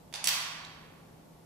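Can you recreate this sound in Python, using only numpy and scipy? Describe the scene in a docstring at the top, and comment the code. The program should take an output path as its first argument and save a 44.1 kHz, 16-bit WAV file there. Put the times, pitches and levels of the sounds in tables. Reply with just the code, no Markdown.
"""A hand works the release on the wheel motor of a folding wheelchair in a large, hard-floored room.
Ventilation runs throughout: banded noise and a wavering hum. The catch ticks, slips and snaps home with a
double clack, then a small tick follows; each contact is a filtered click plus decaying modes, scattered.
The second clack also leaves the frame's tubes ringing, as slowly dying sines.
Delayed noise bursts throw the contacts back from nearby surfaces, and a noise tail rings for about a second."""
import sys
import numpy as np
from scipy import signal
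from scipy.fft import rfft, irfft
from scipy.io import wavfile
from scipy.ndimage import uniform_filter1d

SR = 44100
rng = np.random.default_rng(int(sys.argv[2]) if len(sys.argv) > 2 else 0)


def to_wav(sig):
    """Store sig (one row per channel, or 1-D mono) as 16-bit WAV at the path in sys.argv[1].

    Samples outside -1..1 are clipped; the rate is SR.
    """
    pcm = np.clip(np.atleast_2d(sig), -1, 1) * 32767
    pcm = np.round(pcm).astype(np.int16)
    wavfile.write(sys.argv[1], SR, pcm.T)  # frames by channels


N = 63945
T = np.arange(N) / SR

# corners of the contacts' tone control; two of them also place the room's build-up times
BASS_HZ, MIDDLE_HZ, CENTRE_HZ, TREBLE_HZ, TOP_HZ = 660, 2130, 4300, 10400, 14100
CRACK_LIKENESS, ECHO_LIKENESS = .75, .1   # left-right likeness, 0 to 1
SCATTER_T60_S = 0.011   # of each early echo
ROOM_BUILD_S, ROOM_BASS_BUILD_S = 0.0085, .03
ROOM_LAG_S = .0001   # the tail comes later on the right
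ROOM_RING_DB, ROOM_CLICK_DB = -2.5, 3   # the room gathers sound from all directions, evening out the modes
TUBES_START_S, TUBES_BUILD_S = .2724, 0.014
HUM_HZ, HUM_DB, HUM_WAVER, HUM_WAVER_HZ = 161.7, -60.5, 0.17, 13   # waver as a share of the hum
HIT_DB, DIRECT_DB = 3, 0.5   # gain of all contacts; extra gain of their straight path
PAN_DB, ROOM_PAN_DB = -5.5, -3   # left minus right
HISS_EDGE_HZ, CUTOFF_HZ = 13900, 15600   # treble cut of the ventilation; of everything


def from_db(db):
    """Decibels to gain."""
    return 10 ** (np.asarray(db) / 20)


def rms_one(x):
    """Scale to unit power."""
    return x / np.sqrt(np.mean(x ** 2) + 1e-20)


def at_hz(points, hz):
    """Read a table on a log-frequency axis."""
    f, v = np.transpose(points)
    return np.interp(np.log(hz), np.log(f), v)


def fade(t, t60):
    """Exponential decay that loses 60 dB in t60 seconds."""
    return np.exp(-np.log(1000) * t / t60)


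def panned(db):
    """Left and right gains for a level difference."""
    return from_db(np.array([[db], [-db]]) / 2)


def delayed(x, s):
    """The sound starting s seconds later, at full length."""
    return np.pad(x, ((0, 0), (int(s * SR), N)))[:, :N]


def coloured(x, points, size=2048):
    """Causal (minimum-phase) filter that follows a table of (Hz, dB)."""
    hz = np.maximum(np.fft.rfftfreq(size, 1 / SR), 1)
    cepstrum = irfft(np.log(from_db(at_hz(points, hz))))
    # folding the cepstrum forward makes the filter minimum-phase
    cepstrum[1:size // 2] *= 2
    cepstrum[size // 2 + 1:] = 0
    impulse = irfft(np.exp(rfft(cepstrum)))
    return signal.fftconvolve(x, impulse[None], axes=1)[:, :N]


def low_pass(x, hz):
    """Steep treble cut."""
    return signal.sosfilt(signal.ellip(10, .1, 80, hz, fs=SR, output="sos"), x)


def noise_bands(likeness):
    """Third-octave bands of stereo noise that add up to roughly white: (centre Hz, band)."""
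    edges = 18 * 2 ** (np.arange(31) / 3)
    run_in = 4000   # samples dropped while the filters settle
    white = rng.standard_normal((2, 2, N + run_in))
    for k, (low, high) in enumerate(zip(edges, edges[1:])):
        band_pass = signal.butter(2, [low, high], "band", fs=SR, output="sos")
        # neighbouring bands take separate noises
        mid, side = signal.sosfilt(band_pass, white[k % 2])[:, run_in:]
        hz = np.sqrt(low * high)
        alike = np.clip(at_hz(likeness, hz), -1, 1)
        yield hz, np.sqrt((1 + alike) / 2) * mid + np.sqrt((1 - alike) / 2) * side * [[1], [-1]]


def burst(t60, alike, size=2048, count=6):
    """One click scattered into a dying stereo cluster of unit energy and nearly even spectrum."""
    mid, side = rng.standard_normal((2, size))
    alike = np.clip(alike, 0, 1)
    envelope = fade(T[:size], t60)
    x = (np.sqrt(1 + alike) * mid + np.sqrt(1 - alike) * side * [[1], [-1]]) * envelope
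    # alternately flatten the spectrum and restore the decay
    for _ in range(count):
        x = irfft(np.exp(1j * np.angle(rfft(x))))
        local_power = uniform_filter1d(x ** 2, size=64, axis=1).clip(1e-14)
        x = x * envelope / np.sqrt(local_power)
    return x / np.linalg.norm(x, axis=1, keepdims=True)


def contact(part, bass_db, middle_db, treble_db, top_db, scatter_t60):
    """One metal contact: a click and the struck part's modes, scattered. Rows: left, right, into the room."""
    # modes of each part, relative level: pitch_hz, level_db, t60_s
    parts = {"lever": [(816, -48.5, 0.014), (2000, -54.5, 0.0049), (2740, -54, 0.017), (3560, -38.5, 0.013),
                       (4750, -36, .011), (5900, -41.5, 0.012), (6260, -53.5, .015), (9920, -39.5, .013)], "housing": [(1145, -44, 0.03), (2030, -47, 0.022), (2770, -37, .013),
                                                 (3242, -37, 0.048), (3540, -42, 0.045),
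                                                 (4540, -25.5, 0.013), (5534, -29, 0.018),
                                                 (5900, -38, 0.049), (6300, -38, .016),
                                                 (7840, -30.5, 0.014), (10000, -30.5, 0.013),
                                                 (11080, -32.5, 0.018), (14100, -31, 0.0068)], "frame": [(3950, -44.5, 0.009),
                                                                           (4400, -59, .012),
                                                                           (6400, -54, 0.0069),
                                                                           (7700, -58, 0.014)]}
    # relative level of the click that comes with each part: part, level_db
    click_db = {"lever": -14.5, "housing": -2, "frame": -29}
    # colour of the bare click of metal on metal: pitch_hz, level_db (per Hz)
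    crack = [(250, -16), (450, -11.5), (750, -8), (1400, -8), (2600, -1), (4000, 0.5), (5500, -0.5),
             (7200, -2), (9200, -6), (12200, -6.5), (15500, -10)]
    t = T[:N // 2]
    impulse = 1.0 * (t == 0)[None]
    click = from_db(click_db[part]) * coloured(impulse, crack)[0, :len(t)]
    ring = sum(from_db(db) * fade(t, t60) * np.cos(2 * np.pi * hz * t) for hz, db, t60 in parts[part])
    ring = ring * np.where(t == 0, .5, 1)   # halve the first sample, where the cosines jump in
    straight = click + ring
    into_room = from_db(ROOM_CLICK_DB) * click + from_db(ROOM_RING_DB) * ring
    paths = np.array([straight, straight, into_room])
    colour = [(BASS_HZ, bass_db), (MIDDLE_HZ, middle_db), (CENTRE_HZ, 0),
              (TREBLE_HZ, treble_db), (TOP_HZ, top_db)]
    scatter = burst(scatter_t60, CRACK_LIKENESS)[[0, 1, 0]]   # the room shares the left scatter
    return signal.fftconvolve(coloured(paths, colour), scatter, axes=1)


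def tubes():
    """Long, faint modes that build up as ringing spreads through the frame after the hardest clack."""
    # modes of the frame's tubes: pitch_hz, level_db, t60_s
    modes = [(1122, -54, 1.3), (1427, -52, 1.5), (3280, -49, 1.1), (4585, -48, .85)]
    ring = sum(from_db(db) * fade(T, t60) * np.sin(2 * np.pi * hz * T) for hz, db, t60 in modes)
    swelling = ring * (1 - np.exp(-T / TUBES_BUILD_S))
    return delayed(swelling[None], TUBES_START_S)


def room(x):
    """Scattered early echoes, then a noise tail that builds up and dies more slowly in the bass."""
    # echoes from floor and nearby surfaces: delay_s, level_db
    echoes = [(.0112, -7.5), (.0152, -9.5), (.0182, -10.5)]
    # strength of the tail: pitch_hz, level_db
    tail_level = [(300, -14), (650, 7.5), (850, 8), (1150, 12.5), (1800, 5.5), (3000, 4), (5000, 2),
                  (9000, -3), (14500, -2)]
    # decay of the tail: pitch_hz, t60_s
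    tail_t60 = [(300, 2.7), (1000, 1.65), (2000, 1.35), (3300, 1.05), (4700, 0.91), (7000, 0.71),
                (10000, 0.6), (15000, 0.46)]
    # width of the tail: pitch_hz, left-right likeness (-1 to 1)
    tail_likeness = [(300, 0.4), (1000, 0.51), (3000, 0.13), (12000, 0.05)]
    early = sum(from_db(db) * delayed(burst(SCATTER_T60_S, ECHO_LIKENESS), s) for s, db in echoes)
    tail = 0
    for hz, band in noise_bands(tail_likeness):
        build_s = at_hz([(BASS_HZ, ROOM_BASS_BUILD_S), (CENTRE_HZ, ROOM_BUILD_S)], hz)
        envelope = (1 - np.exp(-T / build_s)) * fade(T, at_hz(tail_t60, hz))
        tail = tail + from_db(at_hz(tail_level, hz)) * band * envelope / np.linalg.norm(envelope)
    tail = np.vstack([tail[:1], delayed(tail[1:], ROOM_LAG_S)])
    return panned(ROOM_PAN_DB) * signal.fftconvolve(x, early + tail, axes=1)[:, :N]


def ventilation():
    """Low rush of air as banded noise, with a hum whose strength and phase waver at random."""
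    # colour of air and hiss, relative: pitch_hz, level_db (per Hz)
    air_colour = [(20, -12), (50, -5.5), (120, -2.5), (230, -2), (400, -7), (800, -8.5), (1500, -22),
                  (3000, -25), (8000, -28.5), (14000, -28.5)]
    # width of the air: pitch_hz, left-right likeness (-1 to 1)
    air_likeness = [(40, 1), (150, 0.78), (350, 0.35), (1000, 0.1), (8000, 0.034)]
    # loudness of the air over time: time_s, level_db
    air_level = [(0, -55.5), (.6, -56.5), (.95, -55.5), (1.45, -56)]
    air = rms_one(sum(from_db(at_hz(air_colour, hz)) * band for hz, band in noise_bands(air_likeness)))
    waver_filter = signal.butter(2, HUM_WAVER_HZ, fs=SR, output="sos")
    slow = signal.sosfilt(waver_filter, rng.standard_normal((2, 2 * N)))[:, N:]
    in_step, across = HUM_WAVER * rms_one(slow)
    phase = 2 * np.pi * HUM_HZ * T
    hum = rms_one((1 + in_step) * np.sin(phase) + across * np.cos(phase))
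    air_gain = from_db(np.interp(T, *np.transpose(air_level)))
    return air_gain * air + from_db(HUM_DB) * hum


def scene():
    """The contacts and tubes a little to the right, the contacts' echo, and the ventilation."""
    # contacts in order: start_s, part struck, level_db (HIT_DB is added), then the colour as
    # bass_db, middle_db, treble_db, top_db, then scatter_t60_s, room_send_db
    contacts = [(0.1265, "lever", -16.5, 10.5, 10.5, -1, 0, 0.031, 6),
                (0.1389, "lever", 1.5, 4.5, 1, -4, -20, 0.034, 2),
                (0.1578, "lever", -11, -9, 6, 6.5, -4, 0.012, -2),
                (0.242, "housing", -8, -6, 3, 8.5, -6.5, .024, 2.5),
                (0.2724, "housing", 1, -4.5, 1.5, 0, 0, .024, 3),
                (0.6481, "frame", 5, 2, -2, -10, -24, 0.039, -3.5)]
    direct, send = tubes(), 0
    for start_s, part, level_db, *manner, send_db in contacts:
        hit = from_db(HIT_DB + level_db) * delayed(contact(part, *manner), start_s)
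        direct = direct + from_db(DIRECT_DB) * hit[:2]
        send = send + from_db(send_db) * hit[2:]
    return panned(PAN_DB) * direct + room(send) + low_pass(ventilation(), HISS_EDGE_HZ)


def record(dry):
    """The top is cut steeply."""
    return low_pass(dry, CUTOFF_HZ)


dry = scene()
out = record(dry)
to_wav(out)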